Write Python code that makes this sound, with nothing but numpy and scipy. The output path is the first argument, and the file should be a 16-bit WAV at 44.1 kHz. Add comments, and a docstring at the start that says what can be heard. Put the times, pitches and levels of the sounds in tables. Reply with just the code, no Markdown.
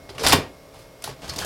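"""A faint machine hum fills a small room. Close up, a plastic toner cartridge ticks against an open
printer and scrapes down its guides, groaning as it sticks and slips while the frame rumbles.
It chatters past the latch and seats with a loud clunk that rings the chassis. A light click and a
soft knock follow, then the next cartridge is handled, its hollow shell rubbing and ticking."""
import sys
import numpy as np
from scipy import signal
from scipy.fft import rfft, irfft
from scipy.io import wavfile

SR = 44100
rng = np.random.default_rng(int(sys.argv[2]) if len(sys.argv) > 2 else 0)


def to_wav(s):
    """Save 16-bit WAV."""
    ch = np.atleast_2d(s).T  # columns
    pcm = np.round(np.clip(ch, -1, 1) * 32767)  # PCM
    wavfile.write(sys.argv[1], SR, pcm.astype(np.int16))


N = 63945
T = np.arange(N) / SR


def from_db(db):
    """Decibels to gain."""
    return 10 ** (np.asarray(db) / 20)


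def unit_rms(x):
    """Normalise to an RMS of one."""
    return x / np.sqrt(np.mean(x ** 2) + 1e-20)


def fader(curve):
    """A gain ride through (time_s, level_db) points."""
    return from_db(np.interp(T, *np.transpose(curve)))


def at_hz(points, hz):
    """Read a curve on a log-frequency axis."""
    freq_hz, value = np.transpose(points)
    return np.interp(np.log(hz + 1e-9), np.log(freq_hz), value)


def coloured(x, eq):
    """Shape a steady signal with an EQ curve, then normalise it."""
    gain = from_db(at_hz(eq, np.fft.rfftfreq(len(x), 1 / SR)))
    return unit_rms(irfft(rfft(x) * gain, len(x)))


def drift(rate_hz):
    """A smooth random wobble, mostly slower than rate_hz."""
    rolloff = 1 + (np.fft.rfftfreq(N, 1 / SR) / rate_hz) ** 2
    return unit_rms(irfft(rfft(rng.standard_normal(N)) / rolloff, N))


def add(out, start_s, x):
    """Drop a sound onto the timeline."""
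    i = int(start_s * SR)
    out[i:i + len(x)] += x[:max(N - i, 0)]


def strike(t, attack_s, t60_s):
    """Percussive envelope: quick rise, exponential decay."""
    return (1 - np.exp(-t / attack_s)) * from_db(-60 * t / t60_s)


# Tone colour of the room air: freq_hz, gain_db
AIR_EQ = [(25, 3), (60, 5), (100, -12), (160, -2.5), (200, -4.5), (280, -11), (340, -3.5), (600, -5),
          (720, -7.5), (1800, -15.5), (2150, -15), (3000, -19.5), (4300, -18.5), (4900, -18.5),
          (5650, -18.5), (6200, -23), (9000, -25), (12000, -25), (15500, -29.5)]
# Tones of the machine hum: pitch_hz, level_db
HUM_TONES = [(118.4, -60.5), (158, -62.5), (280, -62.5), (523.5, -58.5), (580, -59), (647, -58),
             (1109, -67), (1200, -66.5), (2158, -62.5), (4813, -75), (5604, -74.5)]

def background(air_db=-49.5, waver_rad=0.4, flutter=0.2):
    """The bed: room air and the wavering tones of a running machine."""
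    hum = np.zeros(N)
    for hz, db in HUM_TONES:
        phase = 2 * np.pi * (hz * T + rng.random()) + waver_rad * drift(5)
        hum += from_db(db) * np.sqrt(2) * np.sin(phase) * (1 + flutter * drift(2.9))
    return hum + from_db(air_db) * coloured(rng.standard_normal(N), AIR_EQ)


# Reverb decay: freq_hz, t60_s
ROOM_DECAY = [(60, 0.4), (400, 0.36), (1500, 0.29), (5000, 0.27), (15000, 0.16)]
# Reverb tone colour: freq_hz, gain_db
ROOM_EQ = [(60, -19), (300, -0.5), (900, -6.5), (2500, -8.5), (6000, -13.5), (15000, -10)]

def room(x, build_s=0.0071):
    """Diffuse reflections from the printer's bay and the room; the treble dies first."""
    t, tail = T[:SR // 2], 0
    edges_hz = 40 * 2 ** np.arange(0, 9.1, .5)  # half-octave bands
    for low, high in zip(edges_hz, edges_hz[1:]):
        hz = np.sqrt(low * high)
        bandpass = signal.butter(2, [low, high], "band", fs=SR, output="sos")
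        band = signal.sosfilt(bandpass, rng.standard_normal(len(t)))
        band *= strike(t, build_s, at_hz(ROOM_DECAY, hz))
        to_unity = np.sqrt(2 * (high - low) / SR / np.sum(band ** 2))
        tail += band * to_unity * from_db(at_hz(ROOM_EQ, hz))
    return signal.fftconvolve(x, tail)[:N]


# Swells of the frame's rumble: time_s, level_db
RUMBLE_RIDE = [(.16, -49), (.22, -35), (.26, -25.5), (.3, -38), (.33, -34), (.365, -27.5), (.39, -27.5),
               (.43, -36.5), (.47, -45.5), (.55, -60), (1.04, -63), (1.11, -39), (1.16, -55), (1.24, -51),
               (1.3, -44), (1.34, -44.5), (1.38, -38.5), (1.45, -41)]
# Its dark tone colour: freq_hz, gain_db
RUMBLE_EQ = [(25, 2), (50, -4), (92, 0.5), (125, -12.5), (200, -8), (300, -6), (450, -7), (620, -4.5),
             (1200, -22), (3000, -57)]

def frame_rumble():
    """The frame's dense low modes stir under the push, after the stop and under the hands."""
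    return fader(RUMBLE_RIDE) * coloured(rng.standard_normal(N), RUMBLE_EQ)


def friction(eq, slips_per_s, spread_db, hiss):
    """Rubbing texture: tiny slips of uneven size over a smooth hiss."""
    slips = rng.random(N) < slips_per_s / SR
    sizes = from_db(spread_db * np.minimum(rng.exponential(1, N), 3))
    grit = unit_rms(slips * sizes * rng.choice([-1, 1], N))
    return coloured(grit + hiss * rng.standard_normal(N), eq)


# Swells of the hand rubs: time_s, level_db
HANDLING_RIDE = [(.7, -77), (.76, -55), (.83, -54), (.9, -86), (1.03, -53), (1.06, -39.5), (1.1, -40.5),
                 (1.13, -49), (1.155, -65), (1.21, -55), (1.25, -39.5), (1.272, -46.5), (1.305, -40),
                 (1.352, -45), (1.395, -36.5), (1.45, -36.5)]
# Their tone colour: freq_hz, gain_db
HANDLING_EQ = [(25, -4), (85, 2), (140, 3.5), (220, -4.5), (500, -5), (1100, -6.5), (2000, -8.5),
               (3200, -9.5), (5200, -10), (7000, -14.5), (11000, -21.5), (16000, -33)]

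def handling():
    """Hands rub softly over plastic."""
    return fader(HANDLING_RIDE) * friction(HANDLING_EQ, slips_per_s=1300, spread_db=3.0, hiss=0.82)


# Swell of the groan: time_s, level_db
GROAN_RIDE = [(.17, -71), (.202, -34.5), (.222, -31), (.245, -33.5), (.28, -62.5)]

def groan(pitch_hz=443.8, waver=0.0375, flutter=0.44):
    """The shell sticks and slips, giving a short, rough tone."""
    phase = 2 * np.pi * np.cumsum(pitch_hz * (1 + waver * drift(100))) / SR
    return fader(GROAN_RIDE) * np.sqrt(2) * np.sin(phase) * (1 + flutter * drift(150))


# Swell of the scrape in the guides: time_s, level_db
SLIDE_RIDE = [(.08, -66), (.1, -53), (.175, -60.5), (.2, -34), (.228, -37), (.243, -23.5), (.262, -24),
              (.285, -22), (.305, -21), (.32, -24.5), (.35, -26.5), (.39, -41), (.44, -64), (.5, -83)]
# Its tone colour: freq_hz, gain_db
SLIDE_EQ = [(40, -33), (90, 9), (200, -5), (500, -5.5), (1000, -3.5), (1600, -2.5), (3200, -7),
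            (5000, -2.5), (6700, -12), (9500, -12), (13000, -20.5), (16000, -34)]

def slide():
    """The cartridge scrapes down its guides with a fine, dense grain."""
    return fader(SLIDE_RIDE) * friction(SLIDE_EQ, slips_per_s=3200, spread_db=2.0, hiss=0.62)


# Resonances of the plastic shell: pitch_hz, width_hz, gain_db
SHELL_MODES = [(1090, 55, -3), (2360, 30, -13), (2820, 32, -6.5), (3106, 28, 2), (3330, 54, -1),
               (3580, 64, -7), (4370, 52, -1), (4745, 86, -5), (5185, 140, -4), (8650, 51, -4)]

def shell(x):
    """The cartridge's narrow resonances ring on after clicks and rubs."""
    out = x.copy()
    for hz, width_hz, db in SHELL_MODES:
        radius = np.exp(-np.pi * width_hz / SR)
        feedforward = np.array([1, 0, -1]) * (1 - radius ** 2) / 2
        feedback = [1, -2 * radius * np.cos(2 * np.pi * hz / SR), radius ** 2]
        out += from_db(db) * signal.lfilter(feedforward, feedback, x + 1e-18)
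    return out


# Dull knocks on the shell: start_s, level_db, pitch_hz, t60_s
KNOCK_CUES = [(.093, -38, 106, 0.12), (.107, -29.5, 375, 0.037), (.152, -37.5, 133, 0.17),
              (.2535, -17.5, 750, 0.033), (.342, -14.5, 280, .02), (.358, -19, 423, 0.044),
              (.386, -17.5, 293, 0.032), (.744, -53, 597, 0.031), (0.752, -47, 105.4, 0.57),
              (1.041, -28.5, 675, 0.038), (1.044, -35, 1406, 0.047), (1.076, -18.5, 840, .015),
              (1.084, -32.5, 134, 0.28), (1.09, -31, 418, 0.052), (1.29, -33, 81, 0.24),
              (1.316, -33, 138, 0.12), (1.365, -25.5, 283, 0.027), (1.447, -22, 537, .03)]

def knocks(attack_s=0.0006):
    """Each soft blow rings the hollow shell at a single pitch."""
    out, t = np.zeros(N), T[:SR // 2]
    for start_s, db, hz, t60_s in KNOCK_CUES:
        add(out, start_s, from_db(db) * np.sin(2 * np.pi * hz * t) * strike(t, attack_s, t60_s))
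    return out


# Hard plastic contacts: start_s, level_db, tilt_db_per_octave, ring_hz, ring_gain_db, t60_s
CLICK_CUES = [(0.091, -37.5, -3, 4300, 4.5, 0.072), (0.099, -37, -3, 4440, 12, 0.041),
              (0.148, -42.5, -3.5, 900, -5, 0.23), (0.1807, -28.5, -2, 2600, 7, 0.05),
              (.1935, -30, -3, 5500, 16, 0.039), (0.232, -30.5, 13, 5500, 16, 0.085),
              (0.2364, -21.5, -3, 860, 19, 0.1), (0.2489, -17, -0.5, 4800, -15, 0.017),
              (0.2647, -7.5, -0.5, 4840, 7, 0.019), (.270, -10, 0.2, 5000, 1, 0.037),
              (.2825, -16.5, 4, 8900, 7, 0.062), (0.289, -23, 2, 4000, -3, 0.06),
              (.297, -22, 0, 12500, 10, 0.031), (0.314, -18, 1.5, 5240, 5, 0.025),
              (.322, -8.5, -1, 3070, 2, .04), (.3272, -8.5, 2.7, 8700, -2.5, 0.043),
              (.330, -9.5, -1.5, 1550, 4.5, 0.069), (.738, -48.5, 0.5, 800, 16, 0.28),
              (.789, -54.5, 7, 4500, 3, 0.26), (1.0217, -36.5, 3, 9000, 3, 0.036),
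              (1.040, -23.5, 4, 4300, 5, 0.039), (1.052, -37.5, 2, 4500, 5, 0.085),
              (1.0762, -35, -3, 11000, 16, 0.046), (1.2182, -40.5, -2.7, 3030, 3, 0.13),
              (1.2327, -38, -5, 5200, 11, 0.035), (1.2423, -35.5, -7.5, 4900, 17, .06),
              (1.2789, -34.5, -0.5, 6000, 6, 0.055), (1.291, -32, 0, 4640, 14, .04),
              (1.2948, -25, .5, 4970, 12, 0.055), (1.3352, -33, 1.8, 1040, 13, 0.054),
              (1.3602, -32, 4.5, 4960, 6.5, 0.064), (1.384, -27, 12, 6000, 26, 0.044),
              (1.3873, -20, 2.8, 4600, 9, 0.027), (1.399, -33.5, 2, 2560, 3.5, 0.19),
              (1.42, -30, -0.2, 1460, 19, 0.12), (1.447, -27, 6, 4320, -4, .05)]
# Tone colour common to all clicks: freq_hz, gain_db
CLICK_EQ = [(40, -14), (200, -7.5), (900, -2), (1600, -3), (4500, -6), (7000, -8.5), (11000, -11.5),
            (16000, -25)]

def clicks(attack_s=0.00058, ring_octaves=0.29, size=8192):
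    """Each contact is a crack of dense plastic modes, with its own tilt and one peak or dip."""
    out, hz = np.zeros(N), np.fft.rfftfreq(size, 1 / SR) + 1
    for start_s, db, tilt, ring_hz, ring_db, t60_s in CLICK_CUES:
        bell = np.exp(-.5 * (np.log2(hz / ring_hz) / ring_octaves) ** 2)
        eq_db = at_hz(CLICK_EQ, hz) + tilt * np.log2(np.maximum(hz, 300)) + ring_db * bell
        modes = unit_rms(irfft(rfft(rng.standard_normal(size)) * from_db(eq_db)))
        add(out, start_s, from_db(db) * modes * strike(T[:size], attack_s, t60_s))
    return out


# Ring of the printer's chassis: pitch_hz, level_db, t60_s
CHASSIS_MODES = [(93.8, -26, .4), (152, -20, 0.24), (262, -23, 0.19), (278.3, -15, 0.067), (366, -25, 0.25),
                 (410, -28, .22), (572, -23, 0.11), (750, -6, 0.021), (842, 2, .02), (932, -4.5, 0.031),
                 (1068, -5, 0.037), (1120, -20, 0.15), (1714, -28, 0.1), (2079, -27, 0.19),
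                 (2841, -21, 0.079), (3100, -17, 0.066), (3294, -30, 0.071)]

def clunk(start_s=0.3315, contact_s=0.0016):
    """The main hit: the cartridge meets its stop and sets the chassis ringing."""
    out, t = np.zeros(N), T[:SR]
    for hz, db, t60_s in CHASSIS_MODES:
        add(out, start_s, from_db(db) * np.sin(2 * np.pi * hz * t) * strike(t, contact_s, t60_s))
    return out


def scene():
    """Mono mix: bright plastic, hollow body and their reflections over the background bed."""
    rubbing = slide() + handling()
    bright = shell(clicks() + rubbing)
    hollow = knocks() + clunk() + groan() + frame_rumble()
    reflections = room(bright + from_db(-9.5) * hollow)  # the hollow layer reaches the room more weakly
    return (from_db(0.5) * (bright + hollow + reflections) + background())[None]


def record(dry, low_cut_hz=38, high_cut_hz=16000):
    """Trim the deepest rumble, clip any peak over full scale and cut the very top."""
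    low_cut = signal.butter(2, low_cut_hz, "high", fs=SR, output="sos")
    high_cut = signal.ellip(12, .1, 70, high_cut_hz, fs=SR, output="sos")
    clipped = np.clip(signal.sosfilt(low_cut, dry), -1, 1)
    return signal.sosfilt(high_cut, clipped)


dry = scene()
out = record(dry)
to_wav(out)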